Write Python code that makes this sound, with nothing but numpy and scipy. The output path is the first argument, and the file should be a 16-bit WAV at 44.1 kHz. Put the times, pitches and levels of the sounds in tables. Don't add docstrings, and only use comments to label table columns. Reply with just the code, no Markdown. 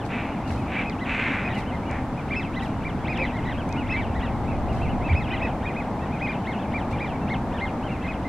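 import sys
import numpy as np
from scipy import signal
from scipy.fft import rfft, irfft, next_fast_len
from scipy.io import wavfile
from scipy.ndimage import map_coordinates

SR = 44100
rng = np.random.default_rng(int(sys.argv[2]) if len(sys.argv) > 2 else 0)


def to_wav(s):
    ch = np.atleast_2d(s).T
    pcm = np.round(np.clip(ch, -1, 1) * 32767)
    wavfile.write(sys.argv[1], SR, pcm.astype(np.int16))


N = 365148

# time in seconds, wind level in dB, traffic level in dB; only swings about the mean count.
WIND_AND_TRAFFIC = [(0.0, -44.5, -35.5), (2.952, -40, -36.5), (5.03, -35, -32), (6.37, -44.5, -34.5),
                    (7.1, -39.5, -32), (8.28, -42.5, -36.5)]


def whistle(t, top_hz, rise, db, jitter=0.0068, fall_ratio=1.4, rest_ratio=.41, full_hz=2300,
            break_hz=2250, shoulder=1.8, register_step_db=4, loud_db=-32, purity=1.7,
            hoarseness=4, turbulence=0.26, flutter_db=2):
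    # frequency in Hz, gain in dB.
    bill = [(900, -56), (1450, -4), (1780, -3), (2000, 6), (2600, 7), (3200, 4), (4000, -5), (4500, -16),
            (5300, -7), (11000, -30)]
    linger, brightness = rng.standard_normal(2)
    leap = max(np.log(top_hz / break_hz), 0)
    upper = (leap > 0) / (1 + (np.abs(t) / (.68 * rise)) ** 10)
    stretch = np.where(t < 0, 1, fall_ratio * np.exp(.13 * linger))
    from_top = np.abs(t) / (rise * (1 + shoulder * leap) * stretch)
    flatness = np.where(t < 0, 3.1, 2.6) * np.sqrt(top_hz / full_hz)
    effort = 1 / (1 + from_top ** flatness)
    lowest = rest_ratio ** (top_hz / full_hz)
    glide = np.log(lowest + (1 - lowest) * effort) - leap * (1 - upper)
    rough = 1 + hoarseness * rng.random() ** 2 * (1 - effort) * (t > 0)
    hz = top_hz * np.exp(glide + jitter * rough * walk(401.5, len(t)))
    phase = 2 * np.pi * np.cumsum(hz) / SR
    overtones_db = 2.5 * brightness + upper * purity * min(db - loud_db, 0)
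    # harmonic number, base level in dB, extra level in dB.
    harmonics = [(1, 0, 0), (2, -8, overtones_db), (3, -21, overtones_db)]
    tone = sum(undb(base + extra) * response(bill, k * hz) * np.sin(k * phase)
               for k, base, extra in harmonics)
    top_rms = np.sqrt(sum((undb(base) * response(bill, k * top_hz)) ** 2 for k, base, _ in harmonics) / 2)
    envelope = effort ** (0.28 * (full_hz / top_hz) ** 2) * np.clip(2 * (2 - from_top), 0, 1)
    envelope *= undb(db + register_step_db * (leap > 0) * (upper - 0.5))
    fray = 1 + turbulence * rough * (1 - effort) * walk(1100, len(t))
    return tone / top_rms * envelope * fray * undb(flutter_db * walk(259, len(t)))


def drakes(answer_rise_s=0.028):
    # time of the top in seconds, pitch in Hz, nominal level in dB, rise in seconds.
    singles = [(-.02, 1954, -40, 0.032), (.33, 1440, -52.5, 0.033), (.465, 1430, -47, 0.034),
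               (.59, 1290, -46, 0.034), (.877, 2540, -38, 0.034), (1.249, 2130, -37, 0.035),
               (1.509, 1950, -37, 0.021), (1.553, 1470, -42.5, 0.031), (1.575, 2070, -40.5, 0.032),
               (1.685, 1530, -47.5, 0.035), (1.878, 1460, -49, 0.04), (2.186, 1256, -45.5, 0.022),
               (2.715, 1455, -48.5, 0.021), (3.019, 1705, -51, 0.031), (3.221, 2370, -33, 0.035),
               (3.243, 2047, -38, 0.027), (3.372, 2150, -40, 0.028), (3.592, 1630, -43, 0.025),
               (3.722, 1267, -45, 0.046), (3.786, 1456, -40, 0.03), (3.944, 2094, -33.5, 0.036),
               (4.238, 1440, -46, 0.029), (4.497, 1340, -47, 0.033), (4.547, 1265, -45, 0.021),
               (4.704, 1437, -45, 0.026), (4.83, 1363, -41.5, 0.022), (4.905, 1480, -45.5, 0.026),
               (5.059, 1320, -43.5, 0.038), (5.324, 2500, -38, .03), (5.326, 1547, -40.5, .029),
               (5.677, 2480, -37.5, 0.031), (6.14, 1270, -44, 0.03), (6.303, 2430, -34, 0.026),
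               (6.564, 1450, -47, 0.044), (6.609, 1760, -47, .029), (6.941, 1210, -41, 0.021),
               (7.028, 2400, -35.5, 0.034), (7.155, 1160, -46, 0.022), (7.631, 2124, -32.5, 0.032),
               (7.855, 1584, -44.5, 0.033), (7.919, 1400, -43.5, 0.029), (8.094, 2557, -37.5, 0.029)]
    # the same four, then the answer's delay in seconds, pitch in Hz and nominal level in dB.
    pairs = [(.784, 2380, -34, 0.031, .24, 2033, -35.5), (1.466, 2510, -34.5, 0.033, 0.27, 2120, -43),
             (2.326, 2380, -33.5, 0.026, 0.25, 2020, -35.5), (2.377, 2606, -32.5, 0.032, .257, 1973, -38.5),
             (2.864, 2350, -36, 0.023, 0.23, 1950, -50), (3.107, 2490, -34.5, 0.033, .239, 1980, -40),
             (3.206, 2560, -35, 0.035, .26, 1985, -39), (3.919, 2613, -33.5, 0.031, 0.25, 1980, -37.5),
             (3.979, 2320, -34, 0.041, 0.26, 1960, -37), (5.111, 2367, -33, 0.027, .229, 2020, -34.5),
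             (5.178, 2570, -35, 0.036, 0.27, 1965, -36.5), (5.44, 2590, -35, 0.036, .211, 1885, -42),
             (5.785, 2540, -37, 0.03, 0.25, 1900, -42.5), (6.24, 2510, -32.5, 0.035, 0.25, 2190, -36),
             (6.759, 2370, -35, 0.03, 0.26, 1970, -45), (7.318, 2180, -31.5, 0.026, .235, 1810, -42),
             (8.052, 2094, -37.5, 0.026, 0.21, 2080, -40.5)]
    notes = list(singles)
    for at, top_hz, db, rise, gap, answer_hz, answer_db in pairs:
        notes += [(at, top_hz, db, rise), (at + gap, answer_hz, answer_db, answer_rise_s)]
    out, t = np.zeros(N), np.arange(-SR // 5, SR // 5) / SR
    for at, top_hz, db, rise in notes:
        add(out, at + t[0], whistle(t, top_hz, rise, db))
    return out


def cracked_whistle(at=3.495, top_hz=2000, db=-35, rise=0.028):
    out, t = np.zeros(N), np.arange(-SR // 5, SR // 5) / SR
    rattle = 1 + np.clip(t / rise, 0, 1) * walk(700, len(t))
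    add(out, at + t[0], rattle * whistle(t, top_hz, rise, db, jitter=.034))
    return out


def rasps(pulse_hz=330, jitter=.09, scatter_db=3, breath_db=-2, edge_hz=4100, hiss_db=-37,
          core_hz=2340, core_db=-9.5, waver=0.029):
    # start, attack, hold and decay in seconds, level in dB.
    cries = [(0.084, 0.028, 0.087, 0.091, -34.5), (0.646, 0.11, 0.063, 0.023, -32.5),
             (1.046, 0.056, 0.25, 0.12, -28.5), (1.883, 0.021, 0.063, 0.049, -38.5)]
    # frequency in Hz, bandwidth in Hz, gain in dB.
    formants = [(1160, 180, -6), (1570, 450, -3), (2050, 340, -1), (2526, 500, 1), (3630, 1800, -19)]
    # time in seconds, factor on all frequencies of the cry.
    slackening = [(1.2, 1), (1.5, .9)]

    def throat(f):
        peaks = sum(undb(db) / (1 + (2 * (f - hz) / width) ** 2) for hz, width, db in formants)
        hiss = undb(hiss_db) * np.exp(-((f - 6500) / 2500) ** 2)
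        return peaks / (1 + (f / edge_hz) ** 8) + hiss

    out, t = np.zeros(N), np.arange(SR * 3 // 4) / SR
    for start, attack, hold, decay, db in cries:
        envelope = np.minimum(t / attack, 1) * np.exp(-np.maximum(t - attack - hold, 0) / decay)
        cycles = np.cumsum(pulse_hz * np.exp(jitter * walk(300, SR))) / SR
        pulses = np.diff(np.floor(cycles), prepend=0) * undb(scatter_db * walk(600, SR))
        source = unit(pulses - pulses.mean()) + undb(breath_db) * rng.standard_normal(SR)
        core_phase = 2 * np.pi * np.cumsum(core_hz * np.exp(waver * walk(110, SR))) / SR
        core = np.sin(core_phase) * (1 + np.cos(2 * np.pi * cycles) / 2)
        cry = unit(unit(shaped(source, throat)) + undb(core_db) * unit(core))
        tuning = np.interp(start + t, *np.transpose(slackening))
        voice = map_coordinates(cry, [np.cumsum(tuning)], order=3)
        add(out, start, undb(db) * envelope * voice)
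    return out


def grunt(at=3.215, hz=262, half_s=0.017, db=-29):
    t = np.arange(N) / SR
    phase = 2 * np.pi * np.cumsum(hz * np.exp(0.016 * walk(100, N))) / SR
    envelope = undb(db) * np.exp(-((t - at) / half_s) ** 2)
    return envelope * (np.sin(2 * phase) + np.sin(3 * phase) / 2)


def far_drakes(count=46, db=-54, low_hz=1100, range_hz=500, rise=0.056):
    out, t = np.zeros(N), np.arange(-SR // 5, SR // 5) / SR
    for slot, (offset, pitch) in enumerate(rng.random((count, 2))):
        at = (slot + offset) / count * N / SR
        add(out, at + t[0], whistle(t, low_hz + range_hz * pitch ** 2, rise, db))
    return out


def splashes(grain_db=4, droplets_per_s=450):
    # start in seconds, level in dB, time to swell in seconds.
    sprays = [(.048, -53, 0.0086), (.465, -51.5, 0.041), (1.541, -52, .009), (1.568, -52, 0.018),
              (2.608, -54.5, 0.023), (4.715, -58, 0.048), (6.903, -53, .01)]
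    # frequency in Hz, relative level in dB.
    spectrum = [(800, -22), (2000, -7), (4000, 10.5), (6000, 2), (9000, -2.5), (12000, -9), (16000, -44)]
    droplets = rng.standard_normal(N) * undb(grain_db * walk(droplets_per_s, N))
    envelope, age = np.zeros(N), np.arange(SR // 2) / SR
    for start, db, swell in sprays:
        add(envelope, start, undb(db) * age / swell * np.exp(1 - age / swell))
    return coloured(droplets, spectrum) * envelope


def drips(decay_cycles=6.3, width_octaves=0.57):
    # start in seconds, level in dB, centre frequency in Hz.
    drops = [(0.505, -30.5, 1790), (.897, -35, 4070), (1.912, -40, 5460), (3.175, -41, 5000),
             (3.691, -40, 6500), (3.726, -35, 4330)]
    out, age = np.zeros(N), np.arange(SR // 10) / SR
    for start, db, hz in drops:
        noise = rng.standard_normal(len(age))
        tick = shaped(noise, lambda f: np.exp(-(np.log2((f + 1) / hz) / width_octaves) ** 2))
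        add(out, start, undb(db) * unit(tick) * np.exp(-age * hz / decay_cycles))
    return out


def echoes(x, t60, build_s):
    t = np.arange(SR) / SR
    tail = rng.standard_normal((2, SR)) * np.exp(-np.log(1000) * t / t60) * (1 - np.exp(-t / build_s))
    tail /= np.sqrt(np.sum(tail ** 2, axis=1, keepdims=True))
    return signal.fftconvolve(x[None], tail, axes=1)[:, :N]


def town_hum(hum_db=-27.5, bass_hz=100, road_hz=720, road_width_hz=420, road_left_db=1.5, flicker_db=0.8):
    # frequency in Hz, relative spectral density in dB.
    spectrum = [(20, -8), (55, -0.5), (120, 1), (155, -1.5), (250, 1.5), (390, -10), (560, -10), (820, -7),
                (1250, -17.5), (2000, -26.5), (3000, -35.5), (4500, -42.5), (10000, -53), (15000, -64)]
    # frequency in Hz, level of side against mid in dB.
    width = [(300, -33), (1000, -16), (2500, -6.5), (5000, -1.5), (12000, 0.5)]
    times, *levels = np.transpose(WIND_AND_TRAFFIC)
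    t = np.arange(N) / SR
    wind, traffic = (undb(np.interp(t, times, db - db.mean()) + flicker_db * walk(7, N)) for db in levels)
    mid, side = (coloured(rng.standard_normal(N), spectrum) for _ in range(2))
    side = shaped(side, lambda f: response(width, f))
    channels = []
    for hum, pan in zip((mid + side, mid - side), undb([road_left_db / 2, -road_left_db / 2])):
        bass = shaped(hum, lambda f: 1 / (1 + (f / bass_hz) ** 4))
        tyres = shaped(hum, lambda f: np.exp(-((f - road_hz) / road_width_hz) ** 2))
        channels.append(hum + (wind - 1) * bass + (pan * traffic - 1) * tyres)
    return undb(hum_db) * np.array(channels)


def buffets():
    # time of the peak in seconds, level in dB, half length in seconds.
    puffs = [(0.564, -30.5, 0.11), (4.186, -16, 0.014), (4.864, -29, 0.044), (5.142, -18, 0.024),
             (7.27, -35, 0.094)]
    # frequency in Hz, relative level in dB.
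    spectrum = [(15, -10), (45, 3), (85, 20), (140, 10.5), (700, -100)]
    t = np.arange(N) / SR
    envelope = sum(undb(db) * np.exp(-((t - at) / half) ** 2) for at, db, half in puffs)
    return envelope * coloured(rng.standard_normal(N), spectrum)


def port_wind(db=-48, corner_hz=110, flicker_db=1.5):
    times, wind_db, _ = np.transpose(WIND_AND_TRAFFIC)
    swing_db = np.interp(np.arange(N) / SR, times, wind_db - wind_db.mean())
    gust = undb(db + 2 * swing_db + flicker_db * walk(5.7, N))
    eddies = [unit(shaped(noise, lambda f: f / (1 + (f / corner_hz) ** 4)))
              for noise in rng.standard_normal((2, N))]
    return gust * np.array(eddies)


def undb(db):
    return 10 ** (np.asarray(db) / 20)


def unit(x):
    return x / np.sqrt(np.mean(x ** 2))


def response(points, hz):
    f, db = np.transpose(points)
    return undb(np.interp(np.log(np.maximum(hz, 1)), np.log(f), db))


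def shaped(x, gain_at):
    size = next_fast_len(len(x) + 2048)
    return irfft(rfft(x, size) * gain_at(np.fft.rfftfreq(size, 1 / SR)), size)[:len(x)]


def coloured(x, points):
    return unit(shaped(x, lambda f: response(points, f)))


def walk(rate, size):
    knots = rng.standard_normal(2048)
    return map_coordinates(knots, [np.arange(size) * rate / SR], order=2, mode="mirror")


def add(track, start, sound):
    onset = int(round(start * SR))
    first, end = max(onset, 0), min(onset + len(sound), N)
    track[first:end] += sound[first - onset:end - onset]


def scene(whistle_db=-0.24, bank_db=-18, ripple_db=-11, water_side_db=-1):
    calls = undb(whistle_db) * drakes() + cracked_whistle() + rasps() + grunt()
    birds = calls + echoes(undb(ripple_db) * calls + far_drakes(), t60=0.12, build_s=0.0066)[0]
    banks = undb(bank_db) * echoes(birds, t60=0.25, build_s=0.014)
    water_mid, water_side = (splashes() + drips() for _ in range(2))
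    water = water_mid + undb(water_side_db) * np.array([[1], [-1]]) * water_side
    air = town_hum() + buffets() + port_wind()
    return birds + banks + water + air


def record(dry, cutoff_hz=15600):
    return signal.sosfilt(signal.ellip(8, .2, 70, cutoff_hz, fs=SR, output="sos"), dry)


dry = scene()
out = record(dry)
to_wav(out)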